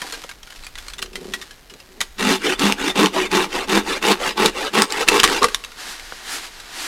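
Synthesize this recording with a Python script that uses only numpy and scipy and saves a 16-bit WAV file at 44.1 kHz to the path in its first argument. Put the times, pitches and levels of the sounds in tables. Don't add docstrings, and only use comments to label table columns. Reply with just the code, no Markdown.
import sys
import numpy as np
from scipy import signal
from scipy.fft import rfft, irfft
from scipy.io import wavfile
from scipy.ndimage import uniform_filter1d

SR = 44100
rng = np.random.default_rng(int(sys.argv[2]) if len(sys.argv) > 2 else 0)


def dump_mix(stems):
    frames = np.atleast_2d(stems).T
    limited = np.clip(frames, -1, 1)
    pcm = np.round(limited * 32767).astype(np.int16)
    wavfile.write(sys.argv[1], SR, pcm)


N = 302967

# frequency_hz, level_db
HISS_COLOUR = [(59, -25), (100, 4), (350, 0), (471, 1.5), (1030, -5), (2930, -8.5), (3940, -32),
               (13800, -14), (16000, -27)]
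BREEZE_COLOUR = [(8,-24),(22,-4.5),(35,-8.5),(55,-15.5),(90,-28),(160,-47),(400,-58)]
# loudest_at_s, rise_s, fall_s, level_db
GUSTS = [(.85, .3, 0.31, -40), (2.15, 0.12, 0.76, -43.5), (3.5, .25, 0.71, -41), (4.43, 0.053, 0.17, -44),
         (5.3, .25, 0.26, -39), (6.08, 0.087, 0.064, -46)]
# start_s, level_db, pitch_hz, fade_s
TWIGS = [(0.017, -16, 1790, 0.05), (0.123, -21, 4250, 0.059), (0.136, -22, 1576, 0.081),
         (0.237, -25, 1330, 0.026), (0.291, -24.5, 1595, 0.059), (0.313, -25, 2240, 0.033),
         (0.472, -32.5, 1430, 0.036), (0.523, -30.5, 1750, 0.024), (0.56, -30, 2630, 0.031),
         (0.644, -30, 4500, 0.055), (0.666, -24, 2450, 0.021), (0.777, -28, 1620, 0.027),
         (0.784, -23, 3380, 0.028), (0.882, -22, 4200, 0.022), (0.935, -22.5, 3430, 0.035),
         (0.982, -24, 3600, 0.054), (0.99, -21.5, 1950, 0.026), (1.018, -22, 4100, 0.069),
         (1.025, -12.5, 2780, 0.016), (1.155, -17, 2026, 0.05), (1.336, -12.5, 1930, 0.06),
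         (1.414, -25, 3660, 0.038), (1.424, -24, 1860, 0.025), (1.508, -29.5, 1680, 0.06),
         (1.697, -33, 2900, 0.13), (1.738, -30.5, 4030, 0.016), (1.801, -31, 2740, 0.043),
         (2.005, -11.5, 1960, 0.066), (2.013, -6.5, 3680, 0.01), (5.484, -18, 1560, 0.047),
         (5.638, -20, 2670, 0.022), (5.647, -19.5, 3830, 0.013), (5.718, -30, 1397, 0.032),
         (5.996, -25, 2080, 0.018), (6.6, -26.5, 3930, 0.036)]
# start_s, level_db, pitch_hz, fade_s
KNOCKS = [(.02,-23,980,0.048),(.045,-26,784,0.025),(.128,-31,466,0.098),(.172,-33,317,0.11),(.245,-26,560,0.027),(2.203,-17.5,230,0.046),(5.438,-18,495,0.055),(6.1224,-18,1495,0.0065)]
# start_s, level_db, pitch_hz, fade_s
CRACKS = [(2.183,-27,2950,0.022),(2.594,-12,4440,0.027),(2.7232,-2.5,2620,0.0068),(3.0593,-1.5,3070,0.014),(3.315,-14.5,2447,0.028),(3.683,-23,2980,.012),(3.695,-15,3430,0.015),(4.023,-32,2790,0.017),(4.374,-16.5,2980,0.018),(4.4595,2.5,3580,0.011),(4.468,-11,2647,0.01),(4.742,-33,2360,0.017),(4.8205,4.5,5056,0.0056),(4.9046,-15,4060,.012),(4.923,-8,4733,0.0059),(5.078,-9,1797,.02),(5.0855,6,2650,0.023),(5.2,3,3020,0.012),(5.2325,-0.5,1700,0.021),(5.239,5,1147,0.035),(5.2485,-2.5,2280,0.013),(5.2763,-5,2650,0.0047),(5.43,-4.5,1185,0.027),(5.442,-2,1158,0.031),(5.5455,-3.5,3640,0.017)]
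# frequency_hz, level_db
TWIG_COLOUR = [(100,-40),(650,-6),(1150,4),(1800,4.5),(4000,3.5),(7000,-3),(11000,-8),(16000,-23)]
KNOCK_COLOUR = [(80,-6),(300,17),(1800,6),(4000,-23),(14000,-47)]
CRACK_COLOUR = [(100,-76),(500,-6),(1100,13.5),(3500,17),(6000,12.5),(9000,8.5),(12000,1),(16000,-20)]
RUSTLE_COLOUR = [(71, -59), (120, -17), (308, 1), (427, 1), (483, -5.5), (839, 4), (1030, 2), (1750, 6.5),
                 (2430, 2.5), (4140, 3.5), (10800, -10), (14200, -17), (16000, -44)]
# loudest_at_s, rise_s, fall_s, level_db
LEAF_STIRS = [(.02, 0.11, 0.21, -33), (.55, 0.094, 0.2, -42), (.83, 0.046, 0.13, -40),
              (1.3, 0.16, 0.26, -41.5), (1.85, 0.14, 0.36, -48)]
# loudest_at_s, rise_s, fall_s, level_db
RUBS = [(1.04, 0.037, 0.036, -38.5), (1.25, 0.1, 0.11, -34.5), (1.73, 0.013, 0.021, -40),
        (2.02, 0.12, 0.032, -45.5)]
# start_s, length_s, fastest_at (0-1), rasp_db, drum_db, chatter_hz
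PULLS = [(2.194, 0.17, 0.73, -18.5, -19.5, 281), (2.596, 0.13, 0.37, -17.4, -17.5, 298),
         (2.962, 0.11, 0.63, -16, -14.5, 315), (3.316, 0.13, 0.25, -17.0, -18, 351),
         (3.69, 0.11, 0.81, -17, -17, 345), (4.028, 0.11, 0.76, -15, -18, 397),
         (4.376, 0.107, 0.69, -15.5, -16.5, 425), (4.74, 0.1, 0.43, -15, -17.5, 430),
         (5.079, 0.13, 0.62, -16.5, -18, 411), (5.415, 0.056, 0.2, -22.5, -18, 446.5)]
PUSHES = [(2.437, 0.1, 0.4, -19, -16.5, 376), (2.801, 0.11, 0.79, -21.0, -20.5, 329),
          (3.152, 0.11, 0.36, -20.9, -17.5, 367.4), (3.522, 0.122, 0.27, -23.5, -24.5, 355.7),
          (3.87, 0.107, 0.18, -22.5, -23.5, 363), (4.21, 0.1, 0.75, -21, -28, 389),
          (4.56, 0.126, 0.7, -23, -25.5, 428), (4.921, 0.12, 0.86, -21.3, -23.5, 436),
          (5.239, 0.15, 0.05, -19.1, -19, 372)]
# frequency_hz, level_db
PULL_COLOUR = [(60,-69),(200,3.5),(450,-1),(700,-9),(1000,-0.5),(1500,0.5),(2800,-4.5),(4000,-4.5),(6000,-7),(9000,-12.5),(12000,-16.5),(16000,-30)]
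PUSH_COLOUR = [(60,-57),(200,-11.5),(520,8),(700,0),(1000,0),(1500,3),(2800,0),(4000,-2),(6000,-6),(9000,-11),(12000,-17),(16000,-30)]
# swell_db, rise_db_per_s, fall_db_per_s, drag_db
PULL_RASP_SHAPE = (5.5, 1150, 637, -58)
PULL_DRUM_SHAPE = (10.5, 1150, 408, -44)
PUSH_RASP_SHAPE = (3.5, 482, 750, -48.5)
PUSH_DRUM_SHAPE = (8.5, 480, 900, -58)
# pitch_hz, width_hz, level_db
CUT_RINGS = [(860,43,19),(1090,150,5.5),(1302,35,5),(1515,31,-1),(1970,380,-1),(2320,16,8),(2730,310,7.5),(3540,143,6.5)]
# time_s, level_db
HOLLOWNESS = [(2.2,-10),(2.7,-1),(3.1,0),(4.5,1),(5.4,-1)]
# base_pitch_hz, width_hz, pull_db, push_db
BRANCH_NOTES = [(165,18,-17,-20),(211.4,19.5,4,-18.5),(317.5,22,-5,-8),(382.8,16.2,6.5,0.5),(428.6,12.3,-0.5,-12)]
# time_s, pitch_factor, bass_db
BRANCH_TUNING = [(2.2,0.99,3),(3.35,0.97,1),(3.7,1,-4.5),(4.8,1.03,-0.5),(5.16,1.09,-9),(5.35,1.03,-13),(5.44,1.11,-9)]
# middle_s, length_s, level_db, pitch_hz, width_hz
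BRIEF_NOTES = [(2.295,.035,-28,1910,79.6),(2.474,0.031,-27,3100,300),(2.65,0.068,-31,3390,122),(2.56,0.024,-38,3500,90),(2.904,0.037,-26.5,3564,110),(3.175,0.059,-25.5,930,220),(3.166,0.049,-26.5,630,120),(3.562,0.054,-29,820,240),(3.935,0.046,-34,3630,200),(5.162,0.049,-24,1080,149),(5.199,0.011,-16,3106,400),(5.392,0.035,-36,4900,149.8),(5.436,.05,-16.5,1136,300)]
# loudest_at_s, rise_s, fall_s, level_db
SWISHES = [(5.5, 0.046, 0.076, -38), (5.7, .15, .1, -45), (5.81, 0.033, 0.079, -34),
           (5.9, 0.044, 0.061, -33), (6.12, 0.25, 0.27, -38.5), (6.345, 0.069, 0.046, -28),
           (6.45, 0.057, 0.031, -34.5), (6.6, 0.14, 0.15, -40.5), (6.84, 0.1, .2, -29.5)]

TIME_S = np.arange(N) / SR


def amp(db):
    return 10 ** (np.asarray(db) / 20)


def evened(x):
    return x / np.sqrt(np.mean(x ** 2) + 1e-20)


def steadied(x, size):
    return x / np.sqrt(abs(uniform_filter1d(uniform_filter1d(x ** 2, size), size)) + 1e-12)


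def add(mix, start_s, sound):
    part = mix[max(round(start_s * SR), 0):][:len(sound)]
    part += sound[:len(part)]


def noise(size=N):
    return rng.standard_normal(size)


def colour(x, points, size=4096):
    hz, db = np.transpose(points)
    log_hz = np.log(abs(np.fft.fftfreq(size, 1 / SR)) + 1)
    log_gain = np.log(amp(np.interp(log_hz, np.log(hz), db)))
    taps = np.fft.ifft(np.exp(np.conj(signal.hilbert(log_gain)))).real
    return signal.oaconvolve(x, taps)[:len(x)]


def resonate(x, hz, width_hz):
    turn = np.exp(2j * np.pi * np.cumsum(hz * np.ones(len(x))) / SR)
    decay = np.exp(-np.pi * abs(width_hz) / SR)
    return 2 * (turn * signal.lfilter([1 - decay], [1, -decay], x / turn + 1e-18)).real


def sing(x, hz, width_hz):
    return resonate(resonate(x, hz, width_hz), hz, width_hz)


def grains(per_s, spread_db):
    size = amp(spread_db * np.minimum(rng.exponential(1, N), 4))
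    return evened(size * rng.choice([-1, 1], N) * (rng.random(N) < per_s / SR))


def swells(rows):
    power = 0
    for top_s, rise_s, fall_s, db in rows:
        distance = (TIME_S - top_s) / np.where(TIME_S < top_s, rise_s, fall_s)
        power += amp(db - 6 * np.minimum(distance ** 2, 10)) ** 2
    return np.sqrt(power)


def air():
    hiss = amp(-53.5) * evened(colour(noise(), HISS_COLOUR))
    breeze = evened(colour(noise(), BREEZE_COLOUR, size=16384))
    return hiss + np.hypot(amp(-50.5), swells(GUSTS)) * breeze


def leaves():
    crackle = colour(grains(per_s=1500, spread_db=4) + .6 * noise(), RUSTLE_COLOUR)
    crisp = colour(crackle, [(300, 4.6), (800, 3.7), (2000, 1.8), (6000, 3.7), (13000, 4.7)])
    return amp(-2.5) * swells(LEAF_STIRS) * evened(crisp)


def snaps(rows, tone, ring_db, ring_hold, overtone_db, tail_db, travel_s, size=6144):
    out, t = np.zeros(N), np.arange(size) / SR
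    travel = np.exp(-4j * np.pi * travel_s * np.sqrt(1000 * np.fft.rfftfreq(size, 1 / SR)))
    for start_s, db, hz, fade_s in rows:
        fall_db = -60 * t / fade_s
        burst = noise(size) * (amp(fall_db) + amp(tail_db - 500 * t))
        ring = np.sin(2 * np.pi * hz * t) * amp(fall_db / ring_hold)
        ring += amp(overtone_db + fall_db) * np.sin(2 * np.pi * hz * rng.uniform(1.5, 2.05) * t)
        sound = evened(colour(burst, tone)) + amp(ring_db) * evened(ring)
        sound = irfft(rfft(sound) * travel, size)
        peak = 2 * np.sqrt(uniform_filter1d(sound ** 2, size=100).max())
        add(out, start_s, amp(db) * sound / peak)
    return out


def twigs(small_count=10):
    when, size, pitch = rng.random((small_count, 3)).T
    starts_s = np.interp((np.arange(small_count) + when) / small_count, [0, 1], [0.2, 1.48])
    levels_db = np.interp(size, [0, 1], [-24, -32])
    pitches_hz = np.interp(pitch, [0, 1], [1917, 4420])
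    small = [(s, db, hz, 0.031) for s, db, hz in zip(starts_s, levels_db, pitches_hz)]
    return amp(0.5) * snaps(TWIGS + small, TWIG_COLOUR, ring_db=-1.5, ring_hold=1.3,
                            overtone_db=-4, tail_db=-17, travel_s=.0013)


def knocks():
    return snaps(KNOCKS, KNOCK_COLOUR, ring_db=4, ring_hold=1.4,
                 overtone_db=-10, tail_db=-28, travel_s=.000757)


def bark_rub():
    slips = grains(per_s=400, spread_db=5.3)
    hum = evened(sing(slips, hz=377, width_hz=65))
    scuff = evened(colour(slips, [(100, -29), (180, 9.5), (480, -0.5), (900, -11), (4000, -45)]))
    return amp(-0.5) * swells(RUBS) * steadied(hum + amp(-4) * scuff, size=1500)


def cracks():
    return snaps(CRACKS, CRACK_COLOUR, ring_db=0, ring_hold=0.8,
                 overtone_db=-7.5, tail_db=-51, travel_s=.00072)


def motion(start_s, length_s, fastest_at):
    along = np.clip((TIME_S - start_s) / length_s, 0, 1)
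    return along, np.sin(np.pi * np.interp(along, [0, fastest_at, 1], [0, .5, 1]))


def teeth(strokes, catches_per_s, uneven_db, tear_s, scrape):
    rate = catches_per_s * (.5 + .5 * sum(motion(*row[:3])[1] for row in strokes))
    slip = evened(uniform_filter1d(noise(), 90))
    teeth_passed = np.floor(np.cumsum(rate * np.exp(.25 * slip)) / SR)
    catches = (np.diff(teeth_passed, prepend=0) > 0) * amp(uneven_db * np.clip(noise(), -2, 2))
    tearing = signal.lfilter([1], [1, -np.exp(-1 / (tear_s * SR))], catches)
    return 0.5 * evened(catches) + evened(tearing * noise()) + scrape * noise()


def ripple(x, depth_db):
    spectrum = signal.stft(x, nperseg=1024, noverlap=768)[2]
    patches = uniform_filter1d(noise(spectrum.shape), 6, axis=0)
    patches = evened(uniform_filter1d(patches, 4, axis=1))
    reach = np.interp(np.fft.rfftfreq(1024, 1 / SR), [4000, 8000], [1, .45])
    spectrum *= amp(depth_db * reach[:, None] * patches)
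    return signal.istft(spectrum, nperseg=1024, noverlap=768)[1][:len(x)]


def rasp(blows, tone, ring_db, patchy_db):
    rings = [amp(db) * resonate(blows, hz, width) for hz, width, db in CUT_RINGS]
    hollowness = amp(np.interp(TIME_S, *np.transpose(HOLLOWNESS)))
    ringing = hollowness * sum(rings[:2]) + sum(rings[2:])
    return steadied(ripple(colour(blows + amp(ring_db) * ringing, tone), patchy_db), size=900)


def chatter(blows, strokes, sag=0.11, climb=0.11):
    pitch_hz = np.full(N, float(strokes[0][5]))
    for start_s, length_s, fastest_at, _, _, hz in strokes:
        along, speed = motion(start_s, length_s, fastest_at)
        bend = 1 - sag * (1 - speed) + climb * (along - fastest_at)
        pitch_hz = np.where(TIME_S > start_s - length_s / 2, hz * bend, pitch_hz)
    return evened(sing(blows, pitch_hz, width_hz=54))


def drumming(blows, strokes, note_column, chatter_db):
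    times_s, factors, bass_db = np.transpose(BRANCH_TUNING)
    tuning = np.interp(TIME_S, times_s, factors)
    bass = amp(np.interp(TIME_S, times_s, bass_db))
    notes = [amp(row[note_column]) * resonate(blows, row[0] * tuning, row[1]) for row in BRANCH_NOTES]
    band = signal.butter(3, [160, 680], "band", fs=SR, output="sos")
    branch = evened(signal.sosfilt(band, bass * sum(notes[:2]) + sum(notes[2:])))
    return steadied(branch + amp(chatter_db) * chatter(blows, strokes), size=1100)


def effort(strokes, shape, level_column):
    swell_db, rise_db_per_s, fall_db_per_s, drag_db = shape
    sawing = (TIME_S > strokes[0][0]) & (TIME_S < strokes[-1][0] + strokes[-1][1])
    power = amp(drag_db) ** 2 * sawing
    for row in strokes:
        start_s, length_s, fastest_at = row[:3]
        _, speed = motion(start_s, length_s, fastest_at)
        edges_db = rise_db_per_s * np.maximum(start_s - TIME_S, 0)
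        edges_db += fall_db_per_s * np.maximum(TIME_S - start_s - length_s, 0)
        power += amp(row[level_column] - swell_db * (1 - speed) - np.minimum(edges_db, 100)) ** 2
    return np.sqrt(power)


def wood_grain(depth_db):
    return amp(depth_db * evened(uniform_filter1d(uniform_filter1d(noise(), 600), 300)))


def saw_pulls(blows):
    bite = rasp(blows, PULL_COLOUR, ring_db=0.5, patchy_db=2)
    bite *= effort(PULLS, PULL_RASP_SHAPE, level_column=3)
    drum = drumming(blows, PULLS, note_column=2, chatter_db=-6)
    drum *= effort(PULLS, PULL_DRUM_SHAPE, level_column=4)
    return wood_grain(depth_db=1.07) * (bite + amp(1.7) * drum)


def saw_pushes(blows):
    bite = rasp(blows, PUSH_COLOUR, ring_db=-8.5, patchy_db=4)
    bite *= effort(PUSHES, PUSH_RASP_SHAPE, level_column=3)
    drum = drumming(blows, PUSHES, note_column=3, chatter_db=-4)
    drum *= effort(PUSHES, PUSH_DRUM_SHAPE, level_column=4)
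    return wood_grain(depth_db=1.32) * (amp(-0.3) * bite + amp(-1.6) * drum)


def brief_notes():
    out = np.zeros(N)
    for middle_s, length_s, db, hz, width_hz in BRIEF_NOTES:
        swell = np.hanning(int(length_s * SR))
        tone = sing(noise(SR // 4), hz, width_hz)[-len(swell):]
        add(out, middle_s - length_s / 2, amp(db) * evened(tone * swell))
    return out


def clothes():
    fibres = grains(per_s=5000, spread_db=2.7) + 1.1 * noise()
    cloth = evened(colour(fibres, RUSTLE_COLOUR))
    fizz = evened(colour(noise(), [(1000, -14), (4000, -1), (7000, 2), (11000, -3), (16000, -19)]))
    moves = swells(SWISHES)
    return moves * (cloth + amp(-4.5) * moves / moves.max() * fizz)


def forest_echoes(x, near_db, near_fade_s, far_db, far_fade_s):
    t = np.arange(SR // 2) / SR
    bounces = noise(len(t)) * (rng.random(len(t)) < 2000 / SR) * (t > .003)
    near = bounces * amp(-60 * t / near_fade_s)
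    far = bounces[::-1] * amp(-60 * t / far_fade_s) * (t > .02)
    echoes = amp(near_db) * near / np.linalg.norm(near) + amp(far_db) * far / np.linalg.norm(far)
    tone = [(100, -2.5), (1000, -0.5), (3500, -1.5), (12000, 2.5)]
    return colour(signal.oaconvolve(x, echoes)[:N], tone)


def scene():
    pull_blows = teeth(PULLS, catches_per_s=700, uneven_db=3.1, tear_s=.0006, scrape=.5)
    push_blows = teeth(PUSHES, catches_per_s=850, uneven_db=2.6, tear_s=.0009, scrape=.7)
    sawing = saw_pulls(pull_blows) + saw_pushes(push_blows)
    hits = cracks() + twigs() + knocks()
    direct = sawing + hits + brief_notes() + bark_rub() + leaves() + clothes()
    echoes = forest_echoes(direct, near_db=-11, near_fade_s=0.067, far_db=-23.5, far_fade_s=1.0)
    return (direct + echoes + air())[None]


def record(dry):
    treble_cut = signal.firwin(401, 16100, window=("kaiser", 8), fs=SR)
    return signal.oaconvolve(np.clip(dry, -1, 1), treble_cut[None], "same")


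dry = scene()
out = record(dry)
dump_mix(out)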